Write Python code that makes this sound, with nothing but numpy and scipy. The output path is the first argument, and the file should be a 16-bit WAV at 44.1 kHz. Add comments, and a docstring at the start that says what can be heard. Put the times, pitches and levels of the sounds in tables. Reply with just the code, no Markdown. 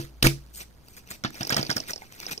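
"""Picking and brushing dirt off stone

Close up in a quiet, faintly humming room, a steel pick cracks a crust of dry dirt and the
stone slab under it booms. A brush sweeps the grit away in short strokes, snapping loose
grains. A tool knocks and chatters across the rock with bright ticks, and a pebble clinks."""
import sys
import numpy as np
from scipy import signal
from scipy.fft import rfft, irfft
from scipy.io import wavfile

SR = 44100
rng = np.random.default_rng(int(sys.argv[2]) if len(sys.argv) > 2 else 0)


def digitize_waveform(pressure):
    """Quantize a signal to 16-bit integers and store it at the path in sys.argv[1].

    Rows of a 2-D input are taken as channels; values are limited to [-1, 1].
    """
    field = np.atleast_2d(pressure).T
    bounded = np.clip(field, -1, 1)
    quanta = np.round(bounded * 32767).astype(np.int16)
    wavfile.write(sys.argv[1], SR, quanta)


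N = 105840
T = np.arange(N) / SR  # seconds into the scene
AGE = T[:SR // 2]  # seconds into one short sound


def amp(db):
    """Turns decibels into a number to multiply by."""
    return 10 ** (np.asarray(db) / 20)


def at_pitch(points, hz):
    """Looks up a table's value at the given frequencies."""
    pitches, values = np.transpose(points)
    return np.interp(np.log(hz + 1), np.log(pitches), values)


def add(mix, start, sound):
    """Lays a sound into the mix, start seconds in."""
    part = mix[max(round(start * SR), 0):][:len(sound)]
    part += sound[:len(part)]


def fade(t60):
    """Dies away by 60 dB in t60 seconds, the 'fade time'."""
    return np.exp(-np.log(1000) * AGE / t60)


def colour(x, tone, size=2048):
    """Makes some pitches stronger than others, as a tone table says."""
    log_gain = np.log(amp(at_pitch(tone, abs(np.fft.fftfreq(size, 1 / SR)))))
    spectrum = np.exp(np.conj(signal.hilbert(log_gain)))  # nothing sounds before its cause
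    taps = np.fft.ifft(spectrum).real[:size // 2]
    return signal.fftconvolve(x, taps / np.linalg.norm(taps))[:N]


def cut_bass(x, hz, order):
    """Weakens everything below hz."""
    return signal.sosfilt(signal.butter(order, hz, "high", fs=SR, output="sos"), x)


def burst(t60):
    """A dying cluster of tiny breaks."""
    return rng.choice([-1., 1.], len(AGE)) * (.5 + rng.random(len(AGE))) * fade(t60)


def grains(per_s, spread_db):
    """A random stream of clicks of uneven size."""
    clicks = (rng.random(N) < per_s / SR) * rng.choice([-1., 1.], N)
    clicks *= amp(spread_db * np.minimum(rng.exponential(1, N), 4))
    return clicks / clicks.std()


def push(seconds, rise_s=0.0001):
    """A quick shove of pressure and its slow rebound."""
    progress = AGE / seconds
    return (progress - 1) * np.exp(-progress) * (1 - np.exp(-AGE / rise_s))


def ring(notes):
    """The fading notes of something struck."""
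    return -sum(amp(db) * fade(t60) * np.sin(2 * np.pi * hz * AGE) for hz, db, t60 in notes)


def chip(x, hz, ring_db=1):
    """A chip of stone adds its own brief ring to the sound that shakes it."""
    return x + amp(ring_db) * signal.lfilter(*signal.iirpeak(hz, Q=15, fs=SR), x)


# tone of the room's air (frequency [Hz], level [dB])
AIR_TONE = [(20, 16.5), (55, 0), (90, 11.5), (200, 7.5), (500, -2), (1200, -7.5), (3000, -22.5),
            (4800, -22), (7300, -25), (16000, -23.5)]
# the hum swells, then fades (time [s], level [dB])
HUM_LEVELS = [(0, -52), (.3, -46), (.68, -54.5), (.95, -61.5), (2.4, -67)]
def background(air_db=-56, hum_hz=58.2):
    """Quiet room air, partly shared by both sides, and a low hum."""
    left, right, shared = (colour(rng.standard_normal(N), AIR_TONE) for _ in range(3))
    hum_level = amp(np.interp(T, *np.transpose(HUM_LEVELS)))
    hum = hum_level * np.sqrt(2) * np.sin(2 * np.pi * hum_hz * T)
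    return amp(air_db) * (np.array([left, right]) + shared) / np.sqrt(2) + hum


CRUMBS_PER_S, CRUMB_SPREAD_DB = 3100, 3.5
# the pick grinds and crumbs trickle after it (time [s], level [dB])
GRIND_LEVELS = [(0, -35), (.065, -52.5), (.12, -64.5), (.222, -61.5), (.228, -16), (.236, -27.5),
                (.246, -18.5), (.273, -19.5), (.281, -31.5), (.34, -50), (.42, -59.5), (.52, -63)]
# the crust cracks (time [s], level [dB], chip pitch [Hz])
CRUST_CRACKS = [(0.2266, -7.5, 3900), (0.2286, -6.5, 3700), (0.2693, -3.5, 2270), (0.2753, -23, 2330)]
# tone of the dry crust (frequency [Hz], level [dB])
CRUST_TONE = [(60, 18.5), (400, 9), (900, -3), (1700, 2.5), (2500, 1.5), (3100, -2.5), (4000, 1),
              (6000, -2.5), (7300, -8.5), (8800, -6.5), (15000, -8.5)]
def pick(spike_db=9):
    """The point grinds through the crust; each crack is a sharp snap and a spray of splinters."""
    cracks = np.zeros(N)
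    for start, db, hz in CRUST_CRACKS:
        snap = amp(spike_db) * (AGE == 0)
        splinters = burst(t60=0.0076) * (AGE > 0)
        add(cracks, start, amp(db) * chip(snap + splinters, hz))
    cracks = cut_bass(cracks, hz=900, order=1)
    grind_level = amp(np.interp(T, *np.transpose(GRIND_LEVELS)))
    crumbs = grains(CRUMBS_PER_S, CRUMB_SPREAD_DB) * grind_level
    return colour(cracks + crumbs, CRUST_TONE)


# the crust gives way in jolts (time [s], shove [dB], ring [dB])
PICK_JOLTS = [(0, -23.5, -31), (0.2439, -7, -18), (0.2544, -21.5, -41), (0.2596, -22.5, -18.5),
              (0.2661, 0.5, -25.5)]
# the slab's own notes (pitch [Hz], level [dB], fade time [s])
SLAB_NOTES = [(139, 0, .255), (222, -16, .15), (335, -2, .22), (476, -22, .18), (640, -21, .17)]
def slab():
    """Each jolt of the pick shoves the slab and sets it booming."""
    out = np.zeros(N)
    for start, shove_db, ring_db in PICK_JOLTS:
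        add(out, start, amp(shove_db) * push(seconds=0.0017) + amp(ring_db) * ring(SLAB_NOTES))
    return out


# single grains break (time [s], level [dB])
GRAIN_SNAPS = [(0.463, -51), (0.543, -48), (.6255, -40), (.7075, -65), (.7245, -59), (.848, -53),
               (0.884, -38), (0.9669, -37), (1.074, -40), (1.107, -36), (1.1124, -27), (1.305, -37),
               (1.344, -37), (1.431, -29.5), (1.475, -25), (1.504, -29), (1.568, -27), (1.579, -23.5),
               (1.886, -32), (1.905, -23.5), (2.1236, -35), (2.2014, -26.5), (2.3122, -27.5), (2.3272, -28)]
# tone of breaking grit (frequency [Hz], level [dB])
GRIT_TONE = [(50, -7), (150, 12.5), (500, 6), (2400, 0.5), (4000, -0.5), (5000, 5.5), (6000, 1),
             (8500, 2.5), (10500, -4.5), (16000, 2.5)]
def snaps():
    """Loose grains snap under the bristles."""
    out = np.zeros(N)
    for start, db in GRAIN_SNAPS:
        add(out, start, amp(db) * burst(t60=0.0076))
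    return colour(out, GRIT_TONE)


# sweeps of the brush (peak time [s], rise [s], fall [s], level [dB], dust above that level [dB])
BRUSH_STROKES = [(0.571, 0.039, 0.03, -59.5, 17.5), (0.619, 0.043, 0.019, -42.5, -4.5),
                 (.945, 0.12, 0.05, -62, 2.5), (0.974, 0.015, 0.037, -49.5, -3.5),
                 (1.116, 0.017, 0.0093, -42.5, 4), (1.15, 0.095, 0.017, -48, -7),
                 (1.375, 0.063, 0.18, -46, -10), (1.58, 0.16, 0.38, -44.5, -13),
                 (1.904, 0.037, 0.023, -37.5, -5), (2.02, 0.051, 0.09, -55, -7),
                 (2.145, 0.068, 0.053, -53, -5.5), (2.233, 0.067, 0.067, -43.5, -13.5),
                 (2.286, 0.012, 0.027, -38.5, -15), (2.319, 0.013, 0.023, -32, -7.5)]
# tone of bristles on coarse grit (frequency [Hz], level [dB])
BRUSH_TONE = [(100, 4), (400, 5.5), (1200, -1), (1900, 6), (2450, 9), (3100, -5), (3700, 2.5), (4700, -0.5),
              (6100, 3), (7200, -36), (8700, -31), (10300, -9), (14000, -13.5), (16000, -12)]
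# tone of the fine dust's hiss (frequency [Hz], level [dB])
DUST_TONE = [(1500, -13.5), (4500, -2), (6200, -1.5), (7300, 1.5), (8500, 5), (10300, -9.5), (14000, 3.5),
             (16000, -13.5)]
def brush(edge_db=19):
    """Bristles flick over coarse grit and fine dust, louder as each stroke presses down."""
    grit_power, dust_power = np.zeros((2, N))
    for peak, rise, fall, db, dust_db in BRUSH_STROKES:
        from_peak = np.maximum((peak - T) / rise, (T - peak) / fall)  # 1 at the stroke's edges
        pressure = amp(db - edge_db * from_peak ** 2.43)
        grit_power += pressure ** 2
        dust_power += (pressure * amp(dust_db)) ** 2
    return sum(colour(grains(per_s=5600, spread_db=5.5) * np.sqrt(power), tone)
               for power, tone in [(grit_power, BRUSH_TONE), (dust_power, DUST_TONE)])


# the tool hits the rock (time [s], thud [dB], clack [dB], scrape [dB], chip pitch [Hz])
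TOOL_KNOCKS = [(1.108, -41, -60, -40.5, 2420), (1.2376, -37, -31.5, -45, 3400),
               (1.2474, -20, -25, -52, 1740), (1.408, -21.5, -29, -37, 860),
               (1.502, -39, -24.5, -27.5, 610), (1.523, -21, -21.5, -33, 620),
               (1.565, -23.5, -25.5, -26, 655), (1.5793, -27, -24, -29.5, 960),
               (1.593, -18, -30.5, -39, 600), (1.694, -21.5, -32.5, -36, 453),
               (1.7015, -40, -25.5, -30.5, 670), (1.763, -24.5, -44, -32, 480), (1.767, -58, -32, -30, 714)]
# hollow ring under a knock (pitch [Hz], level [dB], fade time [s])
ROCK_NOTES = [(137.4, -1.5, 0.14), (186, -3.5, 0.075), (234.8, 5.5, 0.04), (317, -10, 0.23)]
# tone of the clack (frequency [Hz], level [dB])
CLACK_TONE = [(60, -15.5), (200, 2.5), (420, -3.5), (700, 6.5), (1000, -1.5), (1650, 4.5), (2300, -1.5),
              (4500, -3), (6000, -10.5), (7500, -30), (16000, -29)]
def knocks(hollow_db=-7.5):
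    """Each knock of the tool is a low thud, a stony clack and a short gritty scrape."""
    thud, clack, scrape = np.zeros((3, N))
    hollow_thud = push(seconds=0.00072) + amp(hollow_db) * ring(ROCK_NOTES)
    for start, thud_db, clack_db, scrape_db, hz in TOOL_KNOCKS:
        add(thud, start, amp(thud_db) * hollow_thud)
        add(clack, start, amp(clack_db) * chip(burst(t60=0.083), hz))
        add(scrape, start, amp(scrape_db) * burst(t60=0.053))
    scrape *= grains(CRUMBS_PER_S, CRUMB_SPREAD_DB)
    return cut_bass(thud, hz=82.5, order=2) + colour(clack, CLACK_TONE) + colour(scrape, GRIT_TONE)


# the tool's tip touches the stone (time [s], level [dB], ring pitch [Hz])
TIP_TOUCHES = [(1.2385, -26.5, 5590), (1.2487, -27, 3760), (1.2775, -39, 5130), (1.355, -38.5, 5550),
               (1.431, -21, 5520), (1.450, -26, 5300), (1.4697, -25.5, 5000), (1.4943, -19, 5440),
               (1.528, -19, 5300), (1.5443, -16, 5270), (1.567, -15, 5290), (1.597, -35, 5340),
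               (1.612, -23.5, 5160), (1.6285, -19, 4840), (1.650, -33, 5100), (1.666, -27.5, 4760),
               (1.7017, -20, 5470), (1.7122, -15.5, 4990), (1.727, -24, 5360), (1.7665, -17, 5430),
               (1.780, -22, 5080), (1.802, -22.5, 5450), (1.838, -38.5, 4700), (1.907, -26, 5870),
               (1.9335, -21.5, 5350), (1.9598, -28, 5410), (1.978, -35, 5130), (2.230, -34, 5100),
               (2.2652, -24.5, 5300), (2.3772, -26.5, 5170)]
# tone of the dry click (frequency [Hz], level [dB])
CLICK_TONE = [(60, -35), (350, 6.5), (750, 7), (1400, -14.5), (4200, -5.5), (5400, -1), (7600, -21),
              (9200, -13), (16000, -32.5)]
# the tip's own notes (pitch [times the ring pitch], level [dB])
TIP_NOTES = [(.95, -10), (1, 0), (1.09, -11)]
def chatter(click_db=-11, rise_s=.0004):
    """The tip skips over the stone; each touch gives a dry click and a tiny ringing ping."""
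    clicks, pings = np.zeros((2, N))
    for start, db, hz in TIP_TOUCHES:
        add(clicks, start, amp(db + click_db) * burst(t60=.032))
        ping = ring([(hz * ratio, note_db, .012) for ratio, note_db in TIP_NOTES])  # fades in 12 ms
        add(pings, start, 2 * amp(db) * ping * (1 - np.exp(-AGE / rise_s)))
    return colour(clicks, CLICK_TONE), pings


# the pebble's own notes (pitch [Hz], level [dB], fade time [s])
PEBBLE_NOTES = [(786, -43, 0.1), (871, -39.5, 0.058), (2110, -35.5, 0.029)]
def pebble():
    """A loose pebble taps the rock once and clinks."""
    out = np.zeros(N)
    add(out, start=2.02, sound=ring(PEBBLE_NOTES))
    return out


# how long the room rings (frequency [Hz], fade time [s])
ROOM_FADES = [(100, 0.31), (400, 0.27), (1000, 0.077), (2500, 0.15), (6000, 0.24), (15000, 0.17)]
def echo(room_db=-11, room_rise_s=0.019, near_db=-1.5, near_s=.0011):
    """Quick bounces off the nearby rock and a short room echo, from one spot to one microphone."""
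    hz, t, noise = signal.stft(rng.standard_normal(len(AGE)), SR, nperseg=256)
    fading = np.exp(-np.log(1000) * t / at_pitch(ROOM_FADES, hz)[:, None])
    tail = signal.istft(noise * fading, SR, nperseg=256)[1][:len(AGE)]
    tail *= np.minimum(AGE / room_rise_s, 1)
    near = rng.standard_normal(len(AGE)) * AGE * np.exp(-AGE * np.pi / near_s)
    near = cut_bass(near, hz=500, order=2)
    return amp(room_db) * tail / np.linalg.norm(tail) + amp(near_db) * near / np.linalg.norm(near)


def scatter(x, spots=6, spot_s=.011):
    """The point of contact keeps moving, so the grit's echoes pass from spot to spot."""
    grit = cut_bass(x, hz=150, order=1)
    out = x
    for spot in range(spots):
        away = abs((T / spot_s - spot) % spots - spots / 2)
        share = np.cos(np.pi / 2 * np.minimum(away, 1))
        out = out + signal.oaconvolve(grit * share, echo())[:N]
    return out


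# how much louder the right side is than the left (frequency [Hz], level [dB])
RIGHT_BOOST = [(100, -0.5), (1200, 3.5), (2500, 0.5), (6000, 8), (8000, 2), (15000, -4.5)]
def scene(brush_left_db=3, right_lag_s=.00032):
    """Gritty sounds echo off the rock; all reach two close microphones, the right one a bit later."""
    stone = pick() + knocks()
    clicks, pings = chatter()
    stone += clicks
    sweep = snaps() + brush()
    rings = slab() + pings + pebble()
    nearer = amp(brush_left_db / 2)  # the brush works nearer the left microphone
    both = np.array([scatter(stone + sweep * nearer), scatter(stone + sweep / nearer)]) + rings
    hz = np.fft.rfftfreq(2 * N, 1 / SR)
    lean_right = amp(at_pitch(RIGHT_BOOST, hz) / 2)
    delay = np.exp(-2j * np.pi * hz * right_lag_s)
    microphones = np.array([1 / lean_right, lean_right * delay])
    return irfft(rfft(both, 2 * N) * microphones)[:, :N] + background()


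def record(dry, ceiling=.95, top_hz=15650):
    """Rounds off the loudest peaks and cuts the very highest treble."""
    rounded = ceiling * np.tanh(dry / ceiling)
    treble_cut = signal.firwin(255, top_hz, window=("kaiser", 9), fs=SR)
    return signal.oaconvolve(rounded, treble_cut[None], "same")


dry = scene()
out = record(dry)
digitize_waveform(out)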